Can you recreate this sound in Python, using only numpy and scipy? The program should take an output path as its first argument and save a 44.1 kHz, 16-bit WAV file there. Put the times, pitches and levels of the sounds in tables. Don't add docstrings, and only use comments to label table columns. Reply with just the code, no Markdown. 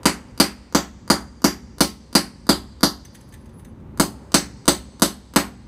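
import sys
import numpy as np
from scipy import signal
from scipy.fft import rfft, irfft, next_fast_len
from scipy.io import wavfile
from scipy.ndimage import map_coordinates

SR = 44100
rng = np.random.default_rng(int(sys.argv[2]) if len(sys.argv) > 2 else 0)


def invert_db(level):
    return 10 ** (np.asarray(level, dtype=float) / 20)


def unload_wav(signal):
    wavfile.write(
        sys.argv[1],
        SR,
        np.round(np.clip(np.atleast_2d(signal).T, -1, 1) * 32767).astype(np.int16),
    )


N = 250047

# (time to fall 60 dB, scaled at each use)
CHISEL_NOTES = [(2963, -6.5, 0.034), (3643, -4.5, 0.032), (4070, -5.5, 0.036), (4333, -5, 0.17),
                (4795, 1.5, 0.13), (4673, -2, 0.12), (5000, -11, 0.099), (5240, -9.5, 0.092),
                (5830, -12, 0.07), (6155, -2, 0.13), (6510, -10.5, 0.056), (6830, -11.5, 0.11),
                (7300, -11, 0.066), (7810, -5, 0.047), (7970, -5, 0.15), (8077, 0, 0.088), (8740, 0, 0.078),
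                (8500, -4.5, 0.16), (9110, -1.5, 0.1), (9760, -5, 0.091), (10635, -4, 0.14),
                (10870, 1, 0.059), (11470, -4.5, 0.066), (12430, -7, 0.18), (13200, -14.5, 0.034),
                (14140, -13.5, 0.055), (13500, -3.5, 0.076), (14600, -1.5, .05), (15800, -12.5, .05)]
CHISEL_HZ = np.array(CHISEL_NOTES)[:, :1]
GROUND_LEAD_S = 0.001157


def blows():
    # start_s, relative chisel ring level_db, lean (0 upright to 1 tilted)
    hits = [(0.0552, -11.5, 0.5), (0.3997, -9, 0.31), (0.7481, -18.5, 0.2), (1.1006, -13, 0.18),
            (1.4424, -19, 0), (1.8061, -9.5, 0.42), (2.1515, -9.5, 0.45), (2.4912, -13.5, 0.31),
            (2.831, -13, 0.09), (3.9977, -14, 0.74), (4.3421, -8.5, 0.88), (4.6788, -9, 0.91),
            (5.02, -10.5, 0.85), (5.3604, -14, 1)]
    # time ahead_s, level_db
    ahead = [(.0232, -24.5), (.0116, -31)]
    travel_s = 0.15 / 343
    out, t = np.zeros(N), np.arange(SR // 4) / SR
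    for start_s, ring_db, lean in hits:
        blow = np.zeros(SR)
        add(blow, GROUND_LEAD_S, crack(t))
        add(blow, GROUND_LEAD_S, chisel_ring(t, ring_db, lean))
        add(blow, 0, slab_thud(t))
        add(blow, 0, air_boom(np.arange(SR) / SR))
        arrival_s = start_s + travel_s - GROUND_LEAD_S
        add(out, arrival_s, blow)
        opening = coloured(blow[:len(t)], [(150, -1), (600, -0.5), (16000, -2)])
        opening *= np.exp(-(t / 0.0065) ** 2)
        for ahead_s, level_db in ahead:
            add(out, arrival_s - ahead_s, invert_db(level_db) * opening)
    return out


def crack(t):
    # pitch_hz, level_db
    crack_colour = [(350, -24), (700, -5.5), (1400, -4), (2000, -4), (2600, -7.5), (3600, -6), (4500, -1.5),
                    (6000, -3), (9000, -9), (12000, -5.5), (15500, -10.5)]
    burst = invert_db(11) * coloured(chatter(t, t60=0.0022), crack_colour)
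    return yard(burst, near_db=-8, wet_db=7, far_db=-21.5)


def chisel_ring(t, ring_db, lean):
    # pitch_hz, upright level_db, tilted level_db
    lean_balance = [(4140, 0, 6), (4700, 8, -13), (6660, -10, 6.5), (8050, -12, 5), (8400, -4.5, -4),
                    (12000, -5, -8)]
    balance = [(hz, upright + lean * (tilted - upright)) for hz, upright, tilted in lean_balance]
    level_db = ring_db + along(balance, CHISEL_HZ) + rng.normal(0, 1.5, CHISEL_HZ.shape)
    notes = CHISEL_NOTES * (1 + rng.normal(0, 0.0012, CHISEL_HZ.shape) * [1, 0, 0])
    chime = ring(notes, level_db - 4, t, life=0.29)
    chime *= 1 - np.exp(-t / 0.0004)
    return yard(chime, near_db=-6, wet_db=1.5, far_db=-28)


def slab_thud(t):
    # pitch_hz, relative level_db, fade_s (time to fall 60 dB)
    slab_notes = [(158.5, 1.5, 0.054), (211.2, 6, 0.044), (301.9, 0.5, 0.077), (558.6, -1, 0.073),
                  (674, -0.5, 0.046), (792, -7, 0.025), (890, -2, 0.041), (1105, -5.5, 0.037),
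                  (1298, -10.5, 0.031), (1834, -27.5, 0.015), (2213, -12, 0.025), (2960, -34, .04)]
    from_hz, to_hz, sweep_s = 1600, 520, 0.002
    bend_db, bend_t60_s = -5.5, 0.022
    knock = ring(slab_notes, -14 + rng.normal(0, 1.8, (len(slab_notes), 1)), t)
    knock *= 1 - np.exp(-t / 0.00098)
    turns = to_hz * t + (from_hz - to_hz) * sweep_s * (1 - np.exp(-t / sweep_s))
    bend = invert_db(bend_db - 60 * t / bend_t60_s) * np.sin(2 * np.pi * turns)
    add(knock, GROUND_LEAD_S, bend)
    return signal.fftconvolve(knock, rebound_and_echoes(near_db=-5.5))


def air_boom(t):
    # (time to fall 60 dB, before the scaling below)
    air_notes = [(53.3, -29, 1.6), (65.57, -23.5, 2), (121, -41, 0.62), (161, -53.5, 0.75),
                 (173.1, -14, 0.48), (201, -14, 0.66), (217, -18, 0.6), (245, -20.5, 0.9),
                 (288.3, -11, 0.44), (304, -43.5, 0.29), (333.1, -2, 0.21), (355.9, -4, 0.24),
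                 (394.4, -10.5, 0.33), (444.5, -22.5, 0.44), (600, -23.5, 0.16), (664, -9, 0.043),
                 (789.5, -13, 0.29), (930, -39, 0.081), (1142, -33, 0.058), (1073, -9, 0.26),
                 (1308, -17.5, 0.35)]
    boom = ring(air_notes, -15 + rng.normal(0, 1.5, (len(air_notes), 1)), t, life=0.85)
    return boom * (1 - np.exp(-t / 0.0028))


def blade():
    # start_s, relative low knock level_db, relative chisel ring level_db
    touches = [(3.049, -40.5, -53.5), (3.142, -54, -60), (3.1483, -37, -53), (3.206, -46, -61),
               (3.2859, -69, -64), (3.3215, -44, -58.5), (3.337, -38, -54), (3.4562, -51, -68),
               (3.4894, -52, -71), (3.5928, -49, -66), (3.646, -44, -57.5), (3.7994, -61, -76)]
    out, t = np.zeros(N), np.arange(SR // 4) / SR
    for start_s, knock_db, ring_db in touches:
        add(out, start_s, tick(t, knock_db, ring_db))
    return out + drag(t)


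def tick(t, knock_db, ring_db):
    # pitch_hz, level_db
    touch_colour = [(4000, -43.5), (6500, 7), (8700, -1.5), (10800, -0.5), (14000, -3)]
    edge_db = along([(5000, -19), (6000, 4)], CHISEL_HZ)
    note_db = ring_db + along(touch_colour, CHISEL_HZ) + edge_db + rng.normal(0, 3.1, CHISEL_HZ.shape)
    bar = ring(CHISEL_NOTES, note_db + 5, t, life=0.15)
    chime = signal.fftconvolve(scrape(t, rise_s=0.003, t60=0.033), bar)[:len(t)]
    knock_colour = [(900, -54), (1700, -3.5), (2400, -16), (3500, -11.5), (5000, -22.5), (9000, -36)]
    knock = coloured(scrape(t, rise_s=0.003, t60=0.047), knock_colour)
    grit = coloured(scrape(t, rise_s=0.003, t60=0.03), touch_colour)
    touch = chime + knock * invert_db(knock_db + 35) + grit * invert_db(ring_db + 23)
    return yard(touch, near_db=-34, wet_db=-7.5, far_db=-14)


def drag(t):
    from_s, to_s, fade_s = 3.14, 3.7, 0.029
    level_db, uneven_db = -70.5, 5
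    edge_db = along([(5000, -22.5), (6200, -9), (7400, -31.5), (9000, -2), (10800, 13),
                     (12000, -8), (14200, 5)], CHISEL_HZ)
    grains = rng.standard_normal(N) * invert_db(5.3 * wobble(90))
    slide = unit(signal.fftconvolve(grains, ring(CHISEL_NOTES, edge_db, t, life=1.5))[:N])
    corners_s = [from_s - fade_s, from_s, to_s, to_s + fade_s]
    sliding = np.interp(np.arange(N) / SR, corners_s, [0, 1, 1, 0])
    return slide * sliding * invert_db(level_db + uneven_db * wobble(20))


def traffic():
    # time_s, rumble level_db, tyre rush level_db
    traffic_levels = [(0.0, -42, -47), (0.14, -42.5, -50.5), (0.81, -49.5, -56), (0.95, -46, -55),
                      (2.53, -47.5, -57.5), (2.75, -48, -56), (3.11, -46, -55), (3.63, -42.5, -53),
                      (4.25, -40.5, -50.5), (4.86, -46, -55), (5.27, -46, -56), (5.67, -46.5, -56.5)]
    # pitch_hz, relative level_db per Hz
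    rumble_colour = [(12, -74.5), (20, -54), (43, -4), (107, -3.5), (189, -8), (222, -4.5), (304, -15.5),
                     (353, -17), (400, -15), (520, -51.5), (880, -120)]
    # pitch_hz, relative level_db per Hz
    rush_colour = [(180, -27), (300, -8), (417, -16), (543, -11), (680, -21), (794, -17), (863, -15),
                   (1670, -28), (1870, -28.5), (4880, -45.5), (15500, -53)]
    rumble_db, rush_db = curves(traffic_levels)
    rumble = unit(coloured(rng.standard_normal(N), rumble_colour)) * invert_db(rumble_db + 2 * wobble(6))
    rush = unit(coloured(rng.standard_normal(N), rush_colour)) * invert_db(rush_db + wobble(4.5))
    return rumble + rush


def yard(sound, near_db, wet_db, far_db):
    # pitch_hz, fade_s (time to fall 60 dB)
    yard_fade = [(300, 0.37), (2000, .25), (5000, 0.21), (13000, 0.21)]
    # pitch_hz, fade_s (time to fall 60 dB)
    street_fade = [(300, 0.31), (2000, 2.2), (8000, 1.6), (13000, 0.27)]
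    # pitch_hz, level_db
    wall_colour = [(300, 2), (3000, 0), (8000, -1.5), (14000, -4)]
    answer = invert_db(far_db) * tail(street_fade, count=SR)
    add(answer, 0.003, invert_db(wet_db) * tail(yard_fade, count=SR // 2))
    spikes, first = rebound_and_echoes(near_db), round(SR / 200)
    add(answer, first / SR, spikes[first:])
    answer = coloured(answer, wall_colour)
    add(answer, 0, spikes[:first])
    return signal.fftconvolve(sound, answer)


def rebound_and_echoes(near_db):
    # delay_ms, level_db (near_db is added)
    repeats = [(4.2, 4), (6.6, -24.5), (10.2, -3.5), (12.4, -1.5), (13.8, -1.5), (25, -8), (28, -8.5),
               (39, -7)]
    out = np.zeros(SR // 10)
    out[0] = 1
    for delay_ms, level_db in repeats:
        out[round(delay_ms * SR / 1000)] = invert_db(level_db + near_db)
    return out


def tail(decay, count):
    hz, t, z = signal.stft(rng.standard_normal(count), SR, nperseg=128)
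    fading = z * invert_db(-60 * t / along(decay, hz)[:, None])
    out = signal.istft(fading, SR, nperseg=128)[1][:count]
    return out / np.linalg.norm(out)


def ring(modes, gain_db, t, life=1):
    hz, db, t60 = np.transpose(modes)[:, :, None]
    step = (-1) ** np.arange(len(modes))[:, None]
    level = invert_db(db + gain_db - 60 * t / (t60 * life))
    return (step * level * np.sin(2 * np.pi * hz * t)).sum(axis=0)


def chatter(t, t60):
    grit = rng.standard_normal(len(t)) * invert_db(-60 * t / t60)
    grit[:3] = 1.5
    return grit / np.linalg.norm(grit)


def scrape(t, rise_s, t60):
    grit = rng.standard_normal(len(t)) ** 3
    grit *= (1 - np.exp(-t / rise_s)) * invert_db(-60 * t / t60)
    return grit / np.linalg.norm(grit)


def coloured(x, spectrum):
    m = next_fast_len(len(x) + 4096)
    gain = invert_db(along(spectrum, np.fft.rfftfreq(m, 1 / SR)))
    cep = irfft(np.log(gain + 1e-6), m)
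    cep[1:m // 2] *= 2
    cep[m // 2 + 1:] = 0
    return irfft(rfft(x, m) * np.exp(rfft(cep)), m)[:len(x)]


def unit(x):
    return x / np.sqrt(np.mean(x ** 2) + 1e-20)


def along(points, hz):
    f, v = np.transpose(points)
    return np.interp(np.log(hz + 1), np.log(f + 1), v)


def curves(rows):
    s, *cols = np.transpose(rows)
    return [np.interp(np.arange(N) / SR, s, c) for c in cols]


def wobble(rate):
    knots = rng.standard_normal(int(N * rate / SR) + 4)
    return map_coordinates(knots, [np.arange(N) * rate / SR])


def add(track, s, sound):
    part = track[round(s * SR):][:len(sound)]
    part += sound[:len(part)]


def scene():
    return (blows() + blade() + traffic())[None]


def band_limit(x):
    return signal.sosfilt(signal.butter(12, 16800, fs=SR, output="sos"), x)


def record(dry):
    rounded = dry / (1 + np.abs(dry / 0.99) ** 5) ** (1 / 5)
    low_pass = signal.cheby2(12, 50, 16250, fs=SR, output="sos")
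    limited = signal.sosfiltfilt(low_pass, rounded)
    return band_limit(limited)


dry = scene()
out = record(dry)
unload_wav(out)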